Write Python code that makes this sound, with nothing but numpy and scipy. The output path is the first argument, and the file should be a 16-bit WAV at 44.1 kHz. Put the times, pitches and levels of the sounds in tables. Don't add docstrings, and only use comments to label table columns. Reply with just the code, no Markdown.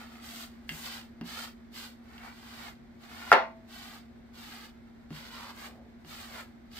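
import sys
import numpy as np
from scipy import signal
from scipy.fft import rfft, irfft
from scipy.io import wavfile
from scipy.ndimage import uniform_filter1d

SR = 44100
rng = np.random.default_rng(int(sys.argv[2]) if len(sys.argv) > 2 else 0)


def pcm_store(signal):
    levels = np.round(np.clip(np.atleast_2d(signal), -1, 1) * 32767)
    wavfile.write(sys.argv[1], SR, levels.astype(np.int16).T)


N = 299439
T = np.arange(N) / SR
FREQS = np.fft.rfftfreq(2 * N, 1 / SR)

# frequency in Hz, level in dB.
SCRAPE_COLOUR = [(900, -6), (1800, -3.5), (2500, -6.5), (2950, 0), (3300, -2), (3600, -1), (4000, -2),
                 (4700, -1.5), (5600, -9), (7500, -24.5), (11000, -23.5)]
# frequency in Hz, level in dB.
RUB_COLOUR = [(250, -24), (520, -9), (680, 0), (820, -1), (1000, -3), (1400, 0.5), (1800, -4), (2100, -1),
              (2500, -6.5), (4500, -30.5)]
# frequency in Hz, level in dB.
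TIPS_COLOUR = [(3500, -14.5), (6000, -3), (7600, -0.5), (9300, -4), (10700, -10.5), (12000, -1),
               (15500, -2.5)]


def brushing():
    scrape, rub, tips = stroking()
    grip = undb(0.97 * walk(45))
    coat = rub * flicks(RUB_COLOUR, rate=1700, scatter_db=1, width=1.06, pan_db=-0.75) * undb(0.62)
    shafts = scrape * flicks(SCRAPE_COLOUR, rate=5000, scatter_db=2, width=1.3, pan_db=-2.5) * undb(3.0)
    hiss = tips * flicks(TIPS_COLOUR, rate=10000, scatter_db=2.0, width=3.1, pan_db=4) * undb(4)
    return glance(grip * (coat + shafts + hiss), lag_s=.0022, share=0.86) + neck()


# start in seconds, length in seconds, relative levels
# of scrape, rub and hair tips in dB, growth of pressure over the stroke in dB.
BRUSH_STROKES = [(-.1, .14, -56.5, -51.5, -63, 2.5), (0.012, 0.28, -63, -56, -69.5, 3),
                 (0.186, 0.25, -50.5, -55, -53.5, 5.5), (.44, 0.29, -74, -67, -80, 0),
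                 (0.655, 0.21, -54, -55, -53, 3), (0.783, 0.21, -47, -49, -54, -3),
                 (1.217, .228, -47.5, -49, -53.5, 7), (1.7, 0.16, -49.5, -54.5, -55, 6),
                 (1.99, 0.3, -66, -56.5, -72, 19.5), (2.266, 0.42, -57.5, -54.5, -64, 13),
                 (2.962, 0.38, -56, -51, -63, 19), (3.653, 0.32, -54, -54, -60.5, 2),
                 (4.312, 0.34, -53.5, -54, -60, 1), (5.078, 0.43, -52.5, -51, -61, 0.5),
                 (5.497, 0.17, -56.5, -52.5, -61, 12), (6.03, 0.23, -51.5, -52.5, -56.5, 2),
                 (6.229, .17, -54.5, -49, -58.5, 12), (6.69, 0.26, -48, -56, -56, 5)]
# relative levels of scrape, rub, tips in dB.
RUSTLE_LEVELS = (-80, -72, -84)
SINK_DB = 4.5


def stroking():
    power = np.outer(undb(RUSTLE_LEVELS) ** 2, np.ones(N))
    for start, length, scrape_db, rub_db, tips_db, growth_db in BRUSH_STROKES:
        press = pressure(start, length, growth_db)
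        sinking_press = pressure(start, length, growth_db + SINK_DB)
        power[0] += (undb(scrape_db) * press) ** 2
        power[1] += (undb(rub_db) * sinking_press) ** 2
        power[2] += (undb(tips_db) * press) ** 2
    return np.sqrt(power)


ATTACK_S, ARCH_DB, RELEASE_DB_PER_S = 0.081, 3, 258


def pressure(start, length, growth_db):
    t = T - start
    way = np.clip(t / length, 0, 1)
    hold_db = growth_db * (way - .5) - ARCH_DB * (2 * way - 1) ** 2
    release_db = RELEASE_DB_PER_S * np.clip(t - length, 0, 1)
    bite = np.sin(np.pi / 2 * np.clip(t / ATTACK_S, 0, 1)) ** 2
    return bite * undb(hold_db - release_db)


def flicks(points, rate, scatter_db, width, pan_db):
    happens = rng.random((3, N)) < rate / SR
    strength = rng.standard_normal((3, N)) * undb(scatter_db * rng.standard_normal((3, N)))
    return spread(colour(happens * strength, points), width, pan_db)


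def glance(x, lag_s, share):
    late = [np.interp(T - lag_s * (1 + .2 * walk(3)), T, side) for side in x]
    return (x + share * np.array(late)) / np.sqrt(1 + share ** 2)


# start in seconds, length in seconds,
# first centre in Hz, last centre in Hz, level in dB, growth in dB.
NECK_STROKES = [(5.3, 0.21, 1190, 1023, -52.5, 9), (5.62, .24, 690, 580, -59.5, 4),
                (6.23, .19, 740, 550, -61.5, 13)]


def neck():
    lowpass = signal.butter(2, 210, fs=SR, output="sos")
    noise = rng.standard_normal((3, N)) + 1j * rng.standard_normal((3, N))
    drag = signal.sosfilt(lowpass, noise)
    out = 0
    for start, length, first_hz, last_hz, db, growth_db in NECK_STROKES:
        centre_hz = np.interp(T, [start, start + length], [first_hz, last_hz])
        turn = np.exp(2j * np.pi * np.cumsum(centre_hz) / SR)
        murmur = spread((drag * turn).real, width=0.33, pan_db=-1)
        out = out + undb(db) * pressure(start, length, growth_db) * murmur
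    return out


# time in seconds, thump level in dB, lowest note of the spot struck in Hz, soft pat level
# in dB, handle tick level in dB.
BRUSH_LANDINGS = [(0.692, -55, 165, -35, -26), (0.711, -40.5, 161, -60, -69), (1.212, -33, 174.6, -32, -43),
                  (2.18, -64, 149, -47, -43.5), (5.106, -36, 153.4, -36.5, -53),
                  (6.048, -48, 153, -43, -52.5)]
# frequency in Hz, level in dB, 60 dB decay time in seconds.
FORM_MODES = [(179, -5.5, 0.14), (227.6, 0, 0.14), (290.5, -2, 0.066), (393, -14, .14)]
# frequency in Hz, level in dB, 60 dB decay time in seconds.
HANDLE_MODES = [(1644, -11, 0.037), (2090, -4, 0.027), (2750, -2.5, 0.019), (3200, 0.5, 0.0095),
                (4600, -2, 0.0046)]
# frequency in Hz, level in dB.
CRACK_COLOUR = [(40, -56.5), (150, -29), (380, -7), (750, -1.5), (1350, -6.5), (1900, -5.5), (2750, -14),
                (3500, -16.5), (4800, -18.5), (7000, -30), (15000, -48)]


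def landings():
    times, _, _, pat_db, tick_db = np.transpose(BRUSH_LANDINGS)
    thumps = 0
    for at, thump_db, lowest_hz, _, _ in BRUSH_LANDINGS:
        form = ring([(lowest_hz, -1, .22)] + list(FORM_MODES))
        thumps = thumps + convolve(blows([at], thump_db), form)
    taps = blows(times, tick_db)
    ticks = convolve(taps, ring(HANDLE_MODES)) + convolve(taps, burst(0.0015)) * undb(-10)
    pats = convolve(blows(times, pat_db), crack(CRACK_COLOUR))
    thumps_in_room = room(thumps, wet_db=-10, width=0.68, gap_s=0.01062)
    return thumps_in_room + room(ticks + pats, wet_db=-3.5, width=1.0, gap_s=0.0028)


# time in seconds, relative level in dB.
CLACK_BLOWS = [(3.3173, 0.5), (3.323, -13.5)]
# frequency in Hz, level in dB, 60 dB decay time in seconds.
WOOD_MODES = [(168, -21, .25), (270, -19, .2), (377, -8, .16), (406, -7, .2), (516, -12, .28),
              (657, -13.5, .62), (713, -2, .26), (787, -1, .24), (829, -3, .26), (893, -3, .33),
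              (934, -1, .2), (1021, -2, .24), (1065, -3, .17), (1178, 0, .2), (1342, 4, .18),
              (1585, -2, .2), (1755, -3, .18), (1890, -1, .2), (2121, -8, .16), (2725, -3, .16)]


def clack():
    hits = blows(*np.transpose(CLACK_BLOWS))
    first_blow = blows(*np.transpose(CLACK_BLOWS[:1]))
    snap = convolve(hits, crack(CRACK_COLOUR)) * undb(-12)
    knock_modes = [(790, -3.5, .016), (1367, 1.5, 0.021), (1940, -8.5, 0.0034)]  # Hz, dB, decay in s
    contact = 1 - np.exp(-T[:SR] / .0004)
    knock = convolve(hits, ring(knock_modes) * contact) * undb(-0.5)
    click = convolve(first_blow, burst(0.0017)) * undb(-29.5)
    spreading = 1 - np.exp(-T[:SR] / .005)
    rings = convolve(first_blow, ring(WOOD_MODES) * spreading) * undb(-21)
    snap_in_room = room(snap, wet_db=13.5, width=1.7, gap_s=.009)
    knock_in_room = room(knock + click, wet_db=-12.0, width=1.9, gap_s=0.01)
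    return snap_in_room + knock_in_room + room(rings, wet_db=-11.5, width=4, gap_s=0.0053)


TAIL_DB, TAIL_RISE_S = -27, .015


def clack_tail():
    t = np.maximum(T - CLACK_BLOWS[0][0], 0) / TAIL_RISE_S
    tail_noise = flicks(RUB_COLOUR, rate=1900, scatter_db=0, width=0.63, pan_db=-4.2)
    return undb(TAIL_DB) * t * np.exp(1 - t) * tail_noise


# frequency in Hz, relative level in dB.
HUM_TONES = [(66, -67), (79, -73), (231.2, -54), (244.6, -60), (357.5, -70.5), (6471, -96.5)]
# frequency in Hz, relative level in dB.
AIR_COLOUR = [(22, -18), (36, 2), (70, 1.5), (95, -1.5), (130, -2), (165, -10.5), (205, -4.5), (260, -8),
              (345, -11), (500, -19), (700, -17.5), (1050, -25), (2100, -24.5), (2800, -36), (3700, -31.5),
              (6000, -40), (10000, -62), (15000, -59.5)]
# frequency in Hz, level in dB.
AIR_UNLIKENESS = [(10, -20), (170, 5.5), (450, 9), (1500, 9.5), (16000, 2.5)]
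AIR_DB = -56


def background():
    hum = 0
    for hz, db in HUM_TONES:
        phase = 2 * np.pi * (hz * T + rng.random()) + .18 * walk(2)
        hum = hum + np.sqrt(2) * undb(db) * np.sin(phase)
    place_db = np.interp(T, [0, 1.2, 2.2, 6.8], [2.0, 1.4, -0.5, -1.0])
    noise = rng.standard_normal((3, N))
    noise[1:] = colour(noise[1:], AIR_UNLIKENESS)
    air = spread(colour(noise, AIR_COLOUR), width=1, pan_db=-0.5)
    return undb(place_db) * hum + undb(AIR_DB) * air


ROOM_T60_S, TREBLE_FADE_S = 0.27, 0.019


def room(x, wet_db, width, gap_s):
    tail = spread(reflections(ROOM_T60_S), width, pan_db=0.5)
    dull = signal.sosfilt(signal.butter(2, 3600, fs=SR, output="sos"), tail)
    treble = (tail - dull) * np.exp(-T[:SR // 2] / TREBLE_FADE_S)
    tail = unit(dull + treble) / np.sqrt(SR // 2)
    late_tail = np.pad(tail, ((0, 0), (int(gap_s * SR), 0)))
    return x + undb(wet_db) * convolve(x, late_tail)


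def reflections(t60_s):
    fade = np.exp(-np.log(1000) * T[:SR // 2] / t60_s)
    echoes = rng.standard_normal((3, len(fade))) * fade
    for _ in range(4):
        echoes = irfft(np.exp(1j * np.angle(rfft(echoes))), len(fade))
        local_power = np.abs(uniform_filter1d(echoes ** 2, size=700))
        echoes = echoes * fade / np.sqrt(local_power + 1e-18)
    return echoes


def blows(times, db):
    out = np.zeros(N)
    np.add.at(out, (np.asarray(times) * SR).astype(int), undb(db))
    return out


def ring(modes):
    t = T[:SR]
    out = 0
    for k, (hz, db, t60) in enumerate(modes):
        out = out + (-1) ** k * undb(db - 60 * t / t60) * np.sin(2 * np.pi * hz * t)
    return out


def crack(points):
    size = 1024
    cepstrum = irfft(np.log(undb(along(points, np.fft.rfftfreq(size, 1 / SR)))))
    cepstrum[1:size // 2] *= 2
    cepstrum[size // 2 + 1:] = 0
    pulse = irfft(np.exp(rfft(cepstrum)))
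    return pulse / np.abs(pulse).max()


def burst(decay_s):
    return rng.standard_normal(SR // 10) * np.exp(-T[:SR // 10] / decay_s)


def walk(rate):
    k = int(SR / rate)
    steps = np.repeat(rng.standard_normal(N // k + 1), k)
    return 1.3 * uniform_filter1d(uniform_filter1d(steps, k), k)[:N]


def colour(x, points):
    low_skirt = 1 / (1 + (points[0][0] / (FREQS + 1)) ** 4)
    high_skirt = 1 / (1 + (FREQS / points[-1][0]) ** 4)
    gain = undb(along(points, FREQS)) * np.sqrt(low_skirt * high_skirt)
    return irfft(rfft(x, 2 * N) * gain)[..., :N]


def spread(three, width, pan_db):
    return unit(three[0] + width * three[1:]) * undb(np.array([[pan_db], [-pan_db]]) / 2)


def convolve(x, response):
    return signal.fftconvolve(np.atleast_2d(x), np.atleast_2d(response), axes=-1)[:, :N]


def along(points, hz):
    f, value = np.transpose(points)
    return np.interp(np.log(hz + 1), np.log(f), value)


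def unit(x):
    return x / np.sqrt(np.mean(x ** 2))


def undb(db):
    return 10 ** (np.asarray(db) / 20)


def scene():
    return brushing() + landings() + clack() + clack_tail() + background()


TOP_HZ = 15550


def record(dry):
    ports = np.array([dry[0], np.r_[0, 0, 0, dry[1, :-3]]])
    top_cut = signal.ellip(10, .2, 70, TOP_HZ, fs=SR, output="sos")
    return signal.sosfilt(top_cut, np.clip(ports, -1, 1))


dry = scene()
out = record(dry)
pcm_store(out)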